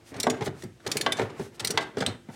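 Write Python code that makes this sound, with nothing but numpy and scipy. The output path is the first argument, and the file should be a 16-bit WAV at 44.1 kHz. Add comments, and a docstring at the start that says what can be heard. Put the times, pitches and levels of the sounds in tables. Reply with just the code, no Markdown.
"""First a quiet room with a faint hum and the low rub of a grip, then an arm's soft brush and dull bumps.
A socket ratchet works back and forth on a nut under a basin in a small tiled room. Bumps are low rings
and dull noise, rattles are gritty noise bursts. In three groups the pawl snaps over a few teeth and
the handle knocks on the basin: noise bursts with ringing sines. Late on, steel clinks on steel once.
Contacts echo off the tiles through decaying bands of noise."""
import sys
import numpy as np
from scipy import signal
from scipy.fft import rfft, irfft, next_fast_len
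from scipy.io import wavfile

SR = 44100
rng = np.random.default_rng(int(sys.argv[2]) if len(sys.argv) > 2 else 0)


def store_pcm(level_fs):
    """Save levels as 16-bit WAV."""
    pcm = np.round(np.clip(level_fs, -1, 1) * 32767).astype(np.int16)
    wavfile.write(sys.argv[1], SR, np.atleast_2d(pcm).T)


N = 103635
TIME = np.arange(N) / SR
AGE = np.arange(SR // 2) / SR  # time since a contact (s)


def amp(db):
    """Decibels to gain."""
    return 10 ** (np.asarray(db) / 20)


def at_hz(points, hz):
    """Read a table on a log-frequency axis."""
    f, value = np.transpose(points)
    return np.interp(np.log(hz), np.log(f), value)


def colour(x, spectrum, tilt=0, dull_hz=None):
    """Minimum-phase filter with the given spectrum, tilted in dB per octave and perhaps dulled on top."""
    size = 2 * next_fast_len(len(x))
    hz = np.maximum(np.arange(size // 2 + 1) * SR / size, 10)
    # the tilt pivots at 1 kHz and stops growing below 200 Hz
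    level_db = at_hz(spectrum, hz) + tilt * np.log2(np.maximum(hz, 200) / 1000)
    gain = amp(level_db) / np.hypot(1, (40 / hz) ** 2)  # rolls off below 40 Hz
    if dull_hz:
        gain = gain / np.hypot(1, (hz / dull_hz) ** 2)
    # folding the cepstrum makes the filter causal
    cepstrum = irfft(np.log(gain))[:size // 2]
    cepstrum[1:] *= 2
    response = np.exp(rfft(cepstrum, size))
    return irfft(rfft(x, size) * response)[:len(x)]


def unit(x):
    """Scale a hit to the energy of 10 ms at full level."""
    return x * np.sqrt(.01 * SR / np.sum(x ** 2))


def fade(t60, rise=1e-5):
    """Envelope of a contact: quick rise, exponential decay."""
    return (1 - np.exp(-(AGE / rise) ** 2)) * np.exp(-np.log(1000) * AGE / t60)


GRAIN_S = 0.001237


def scatter(t60, rise, grit_db=0):
    """A contact smeared by dense reflections in the cramped space; grit breaks it into grains."""
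    grains = np.interp(AGE / GRAIN_S, np.arange(5000), rng.standard_normal(5000))
    return unit(rng.standard_normal(len(AGE)) * amp(grit_db * grains) * fade(t60, rise))


RING_BLUR_HZ = 15.4  # line width of a ring at 1 kHz, smeared by the moving hand


def ring(modes, rise=1e-5, spread_db=0):
    """Decaying, slightly wavering sines of a struck body; their strengths vary by spread_db."""
    out = 0
    for k, (hz, db, t60) in enumerate(modes):
        step = np.sqrt(2 * np.pi * RING_BLUR_HZ * hz / 1000 / SR)
        waver = np.cumsum(rng.standard_normal(len(AGE))) * step
        strength = (-1) ** k * amp(db + spread_db * rng.standard_normal())
        out = out + strength * np.sin(2 * np.pi * hz * AGE + waver) * fade(t60, rise)
    return unit(out)


def noise(spectrum):
    """Steady coloured noise of rms 1."""
    x = colour(rng.standard_normal(N + len(AGE)), spectrum)[-N:]  # drops the filter's start-up
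    return x / x.std()


def add(out, s, x):
    """Mix a sound in at its time."""
    start = int(s * SR)
    out[start:start + len(x)] += x[:max(N - start, 0)]


FLOOR_DB, HUM_TRIM_DB = -60, -4.5
# spectrum of the quiet room: [f/Hz, level/dB]
FLOOR_SPECTRUM = [(25, -5), (70, 3.5), (110, -4), (200, -10.5), (340, -6.5), (560, -20), (1000, -33),
                  (2000, -19.5), (3000, -22), (8000, -26.5), (16000, -40)]
# steady tones of the room: [f/Hz, level/dB before the hum trim]
HUM_TONES = [(113.0, -62), (344.5, -58)]


def background():
    """Quiet coloured room noise with a faint hum of steady sines."""
    hum = 0
    for hz, db in HUM_TONES:
        hum = hum + amp(db) * np.sqrt(2) * np.sin(2 * np.pi * (hz * TIME + rng.random()))
    return amp(FLOOR_DB) * noise(FLOOR_SPECTRUM) + amp(HUM_TRIM_DB) * hum


GRIP_ROUGH_DB, GRIP_SLIP_S = 3, .012  # the grip sticks and slips
# the grip rubs on the tool, a moving level: [t/s, level/dB]
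GRIP_LEVELS = [(0, -61), (.1, -59.5), (.16, -40.5), (.36, -41), (.5, -61), (.57, -52), (.8, -67.5),
               (.88, -40.5), (1.25, -41.5), (1.34, -46.5), (1.44, -47.5), (1.56, -57.5), (1.63, -41),
               (1.8, -42.5), (1.94, -53), (2.1, -36), (2.22, -65), (2.35, -48.5)]
# spectrum of the rub: [f/Hz, level/dB]
RUB_SPECTRUM = [(50, -13), (80, -7), (106, 3.5), (140, 2.5), (400, -0.5), (800, -7.5), (2000, -13),
                (3500, -22.5), (9000, -38), (16000, -51)]
# the arm brushes past: [t/s at the peak, level/dB, half length/s]
ARM_BRUSHES = [(0.09, -53, 0.033), (0.456, -42, 0.016), (0.612, -55, 0.049), (0.964, -49.5, 0.091),
               (1.209, -53, 0.048), (1.429, -51, 0.052), (1.555, -56, 0.015), (2.36, -52.5, 0.046)]
# spectrum of the brushing hiss: [f/Hz, level/dB]
BRUSH_SPECTRUM = [(300, 7), (2000, 6.5), (5000, 5.5), (9000, 3), (12000, -3.5), (16000, -11)]


def handling():
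    """Soft swells of hiss from the moving arm, and the uneven low rub of the grip."""
    swell = sum(amp(db) * np.exp(-((TIME - s) / half) ** 2) for s, db, half in ARM_BRUSHES)
    slips = np.interp(TIME / GRIP_SLIP_S, np.arange(N), rng.standard_normal(N))
    grip_db = np.interp(TIME, *np.transpose(GRIP_LEVELS)) + GRIP_ROUGH_DB * slips
    return swell * noise(BRUSH_SPECTRUM) + amp(grip_db) * noise(RUB_SPECTRUM)


BUMP_RISE_S, BUMP_T60_S, BUMP_TONE_DB, BUMP_SCATTER_DB = 0.0012, 0.11, -1.5, -3.5
# hand and handle bump the fittings: [t/s, level/dB, pitch f/Hz, scatter tilt/dB per octave, boom level/dB]
FITTING_BUMPS = [(0.118, -39.5, 284, 2, -10), (0.153, -54.5, 170, 4, 19), (0.239, -32.5, 436, 6, -22),
                 (.277, -33.5, 258, -3, -35), (.301, -33, 243, 1, -4.5), (0.4072, -32, 816, -1.5, -8),
                 (.415, -27.5, 432, -0.5, -18), (.465, -29.5, 401, -0.5, -5), (0.477, -28, 383.6, -3, -10),
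                 (.634, -37, 362, 2, 1), (.649, -38, 223, -6, 2.5), (.862, -31.5, 392, 1.5, -7),
                 (.954, -28.5, 405.5, -0.5, -30), (1.003, -35.5, 398, 0, -8), (1.195, -24, 444, 2, -37),
                 (1.207, -26, 389.5, 1, -12), (1.221, -27, 396, 0.5, -1), (1.269, -38.5, 124, -5, -6.5),
                 (1.395, -26.5, 404, -2, -11.5), (1.408, -34.5, 233, -1.5, -3.5), (1.61, -41, 350, 3, -6),
                 (1.643, -38, 438, 10, -3), (1.699, -29.5, 415, 2, -33), (1.738, -33, 450, 0.5, -5),
                 (1.9695, -25, 399, 0, -22), (1.983, -28.5, 269, -4.5, -8), (2.008, -28, 495, 1, -9),
                 (2.023, -30, 470, -8, -16), (2.07, -26.5, 237, -1.5, -4.5), (2.287, -36, 223, 0.5, -12)]
# spectrum of the dull scatter: [f/Hz, level/dB]
BUMP_SPECTRUM = [(50, -26.5), (130, 6), (250, -1), (450, -1), (700, -6), (1100, -20), (2000, -14.5),
                 (4000, -40.5), (16000, -73)]
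# air under the basin: [f/Hz, level/dB, t60/s]
HOLLOW_MODES = [(104.2, -4, .22), (130.4, -10.5, 0.093), (162.5, -3.5, 0.11)]


def bumps():
    """Soft contacts: a short low ring, dull scatter and the boom of the hollow."""
    out = np.zeros(N)
    for s, db, hz, tilt, boom_db in FITTING_BUMPS:
        tone = amp(BUMP_TONE_DB) * ring([(hz, 0, BUMP_T60_S)], BUMP_RISE_S)
        dull = colour(scatter(BUMP_T60_S, BUMP_RISE_S), BUMP_SPECTRUM, tilt)
        thud = amp(BUMP_SCATTER_DB) * unit(dull)
        boom = amp(boom_db) * ring(HOLLOW_MODES, rise=0.0068)
        add(out, s, amp(db) * (tone + thud + boom))
    return out


ROOM_BUILD_S = 0.0062
# how long the tiles ring on: [f/Hz, t60/s]
ROOM_DECAY = [(100, 0.58), (500, 0.36), (2000, 0.44), (5000, 0.23), (14000, 0.44)]
# echo against direct sound: [f/Hz, level/dB]
ROOM_SPECTRUM = [(100, -8), (400, -11), (1000, -10.5), (2000, -10.5), (4000, -17), (8000, -17.5),
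                 (15000, -23.5)]


def room(x):
    """Echo of the tiled room: eight bands of noise about an octave wide, each dying at its own rate."""
    tail, edges = 0, np.geomspace(60, 18000, 9)
    for low, high in zip(edges, edges[1:]):
        envelope = fade(at_hz(ROOM_DECAY, np.sqrt(low * high)), ROOM_BUILD_S)
        band_pass = signal.butter(2, [low, high], "band", fs=SR, output="sos")
        band = signal.sosfilt(band_pass, rng.standard_normal(len(AGE)) * envelope)
        tail = tail + band * np.sqrt(2 * (high - low) / SR / np.sum(band ** 2))  # energy by bandwidth
    return signal.fftconvolve(x, colour(tail, ROOM_SPECTRUM))[:N]


WALL_ECHO_DB = -7.5
# first echoes off basin, pipes and tiles: [shortest delay/s, longest delay/s]
WALL_DELAYS = (.0004, .0035)


def near_walls(x, count=4):
    """A few close echoes, drawn anew for each contact, give it its own hollow colour."""
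    out = x.copy()
    delays = np.interp(rng.random(count), [0, 1], WALL_DELAYS)
    for lag in np.maximum(1, SR * delays).astype(int):
        out[lag:] += amp(WALL_ECHO_DB) * rng.choice([-1, 1]) * x[:-lag]
    return unit(out)


RATTLE_RISE_S, RATTLE_GRIT_DB = 0.00052, 4
# the socket shifts in its play: [t/s, level/dB, tilt/dB per octave, t60/s]
SOCKET_RATTLES = [(.1405, -43, -0.5, 0.057), (.1645, -45.5, 3.5, 0.035), (.2685, -25.5, -1.5, 0.032),
                  (.408, -35, -2.5, .1), (.422, -33.5, -3, 0.046), (.457, -36.5, 6, 0.055),
                  (.4645, -32.5, -4.5, 0.055), (.476, -38, -2.5, 0.044), (.622, -44, 3.5, 0.048),
                  (.637, -48, 10, 0.031), (.797, -54, -2, 0.13), (.8645, -32, 1.5, 0.028),
                  (.872, -33, 4, 0.027), (1.169, -35.5, 0.5, .09), (1.185, -28.5, -3.5, 0.11),
                  (1.1935, -24.5, -3.5, 0.051), (1.207, -35, -9, .04), (1.216, -32.5, -2.5, 0.073),
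                  (1.297, -43.5, -2.5, .09), (1.394, -46.5, 1, 0.073), (1.5955, -31.5, 4.5, 0.054),
                  (1.6015, -37.5, 0, 0.059), (1.807, -38, 1.5, .09), (1.821, -37, -.5, .06),
                  (1.970, -35.5, -2.5, 0.066), (1.983, -38.5, 1.5, .06), (2.0045, -30, 0.5, 0.076),
                  (2.0215, -26, -4.5, 0.068), (2.075, -36.5, 0.5, 0.11), (2.2845, -45, -5, 0.14)]
# spectrum of the loose socket: [f/Hz, level/dB]
RATTLE_SPECTRUM = [(200, -14.5), (750, 9), (1100, 0.5), (1310, 2.5), (1600, 2.5), (2050, 2.5), (2700, -5),
                   (3700, 0.5), (4800, -5), (6000, -7.5), (9000, -12), (11000, -23), (16000, -37)]


def rattles():
    """Loose, gritty contacts of the socket on the nut: grainy bursts of coloured noise."""
    out = np.zeros(N)
    for s, db, tilt, t60 in SOCKET_RATTLES:
        burst = scatter(t60, RATTLE_RISE_S, RATTLE_GRIT_DB)
        add(out, s, amp(db) * near_walls(colour(burst, RATTLE_SPECTRUM, tilt)))
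    return out


CLICK_RISE_S, CLICK_T60_S, CLICK_RING_T60_S = 0.00074, 0.039, .05
HEAD_MODES_DB, HEAD_SPREAD_DB = -7, 9
# the pawl drops over a tooth: [t/s, level/dB, tilt/dB per octave, strongest ring f/Hz, its level/dB]
PAWL_CLICKS = [(0.1997, -27.5, 1.5, 8800, -9), (.2303, -28, -0.5, 4230, -7), (0.2987, -29, -4.5, 6770, -4),
               (0.9151, -26, -2.5, 5120, -9), (0.9689, -25.5, -1, 2480, -7), (1.011, -26.5, -2, 4290, -5.5),
               (1.121, -26, -3.5, 3576, -1.5), (1.647, -25, -1.5, 4210, -12),
               (1.6719, -27.5, -1, 4340, -13), (1.7045, -27.5, .5, 5710, -12)]
# spectrum of the steel head: [f/Hz, level/dB]
HEAD_SPECTRUM = [(200, -21.5), (1000, -19.5), (1700, -3.5), (2300, -3), (2800, 0.5), (4300, 5.5), (6000, 1),
                 (7600, 1), (9000, 2.5), (11000, -5.5), (15000, -13.5), (16500, -21)]
# small resonances of the head, struck differently by each tooth: [f/Hz, level/dB, t60/s]
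HEAD_RESONANCES = [(2263, -6, 0.075), (3304, -18, 0.034), (4260, -0.5, 0.048), (5720, 4, 0.077),
                   (6000, 4.5, 0.043), (7110, -12, 0.078), (8060, -2, 0.029), (9020, -8, 0.051),
                   (10140, -4.5, 0.035), (13400, -11, .04), (14700, -11, .04)]


def pawl():
    """Each tooth gives a short bright snap that rings the head, with one further resonance of its own."""
    out = np.zeros(N)
    for s, db, tilt, hz, ring_db in PAWL_CLICKS:
        burst = scatter(CLICK_T60_S, CLICK_RISE_S, grit_db=1.0)
        snap = near_walls(colour(burst, HEAD_SPECTRUM, tilt))
        head = amp(HEAD_MODES_DB) * ring(HEAD_RESONANCES, CLICK_RISE_S, HEAD_SPREAD_DB)
        strongest = amp(ring_db) * ring([(hz, 0, CLICK_RING_T60_S)], CLICK_RISE_S)
        add(out, s, amp(db) * (snap + head + strongest))
    return out


KNOCK_T60_S, CRACK_DB = 0.04, -4
# the handle hits the basin: [t/s, level/dB, tilt/dB per octave, ring level/dB, duller above f/Hz]
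HANDLE_KNOCKS = [(0.2684, -18, -3.5, 1, 1320), (1.0633, -19, 2, -1.5, 3720), (1.7752, -17, 2.5, -6, 4850)]
# spectrum of the blow: [f/Hz, level/dB]
KNOCK_SPECTRUM = [(100, -25), (250, -14.5), (450, -2), (750, 3), (1090, 4), (1310, -8), (1600, 1),
                  (1800, -7.5), (2020, -1), (2500, -7), (3100, -2), (5000, -11.5), (9000, -21),
                  (16000, -41)]
# resonances of the basin: [f/Hz, level/dB, t60/s]
BASIN_MODES = [(247.6, -4, 0.29), (309.4, -9, 0.47), (381.7, -4, 0.43), (455.7, 0, 0.25), (560, 0.5, 0.12),
               (663.6, 2, 0.18), (760, 1, 0.13), (939, -9.5, 0.068), (1032, -1.5, 0.041), (1114, 2, 0.15),
               (1173, -7, .12), (1478, -9.5, 0.21), (1587, -3, 0.21), (1644, -4, 0.12), (2008, 1, .11),
               (3100, -16, .06), (3514, -1, .06)]


def knocks():
    """A hard crack, its close reflections and the ring of the basin, each blow dulled on its own."""
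    out, flat = np.zeros(N), [(1, 0), (SR, 0)]
    for s, db, tilt, ring_db, dull_hz in HANDLE_KNOCKS:
        crack = amp(CRACK_DB) * unit(1.0 * (AGE == 0))  # a single-sample impulse
        blow = crack + scatter(KNOCK_T60_S, 0.00062)
        hit = unit(colour(blow, KNOCK_SPECTRUM, tilt, dull_hz))
        basin = unit(colour(ring(BASIN_MODES), flat, tilt, dull_hz))
        add(out, s, amp(db) * (hit + amp(ring_db) * basin))
    return out


CLINK_S, CLINK_DB, CLINK_TICK_DB = 2.0632, -24, -28
CLINK_TILT, CLINK_DULL_HZ = -4.2, 9000  # tilt in dB per octave
# steel struck by steel: [f/Hz, level/dB, t60/s]
STEEL_MODES = [(2810, -13.5, .025), (3200, 2.5, 0.013), (3640, -1.5, 0.026), (4050, -11, 0.12),
               (4474, -27, 0.043), (8030, -6, .02), (8280, -5, 0.029), (8900, -17, 0.049)]


def clink():
    """Steel strikes steel once: a sharp noise tick and the short ring of the steel."""
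    out = np.zeros(N)
    tick = unit(colour(scatter(t60=0.03, rise=.0003), HEAD_SPECTRUM, CLINK_TILT, CLINK_DULL_HZ))
    steel = ring(STEEL_MODES, rise=0.00024)
    add(out, CLINK_S, amp(CLINK_DB) * steel + amp(CLINK_TICK_DB) * tick)
    return out


CLINK_ROOM_DB = -1  # the clink's send into the room


def scene():
    """Tool and hand close by, the room behind them."""
    contacts = pawl() + knocks() + rattles() + bumps()
    steel = clink()
    echo = room(contacts + amp(CLINK_ROOM_DB) * steel)
    return (contacts + steel + echo + handling() + background())[None]


LOW_CUT_HZ, CEILING_DB, CUTOFF_HZ = 70, -8, 17000


def record(dry):
    """The deep bass is cut, the loudest peaks are rounded and the top is cut."""
    thin = signal.sosfilt(signal.butter(2, LOW_CUT_HZ, "high", fs=SR, output="sos"), dry)
    rounded = amp(CEILING_DB) * np.tanh(thin / amp(CEILING_DB))
    return signal.sosfilt(signal.cheby2(14, 70, CUTOFF_HZ, fs=SR, output="sos"), rounded)


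dry = scene()
out = record(dry)
store_pcm(out)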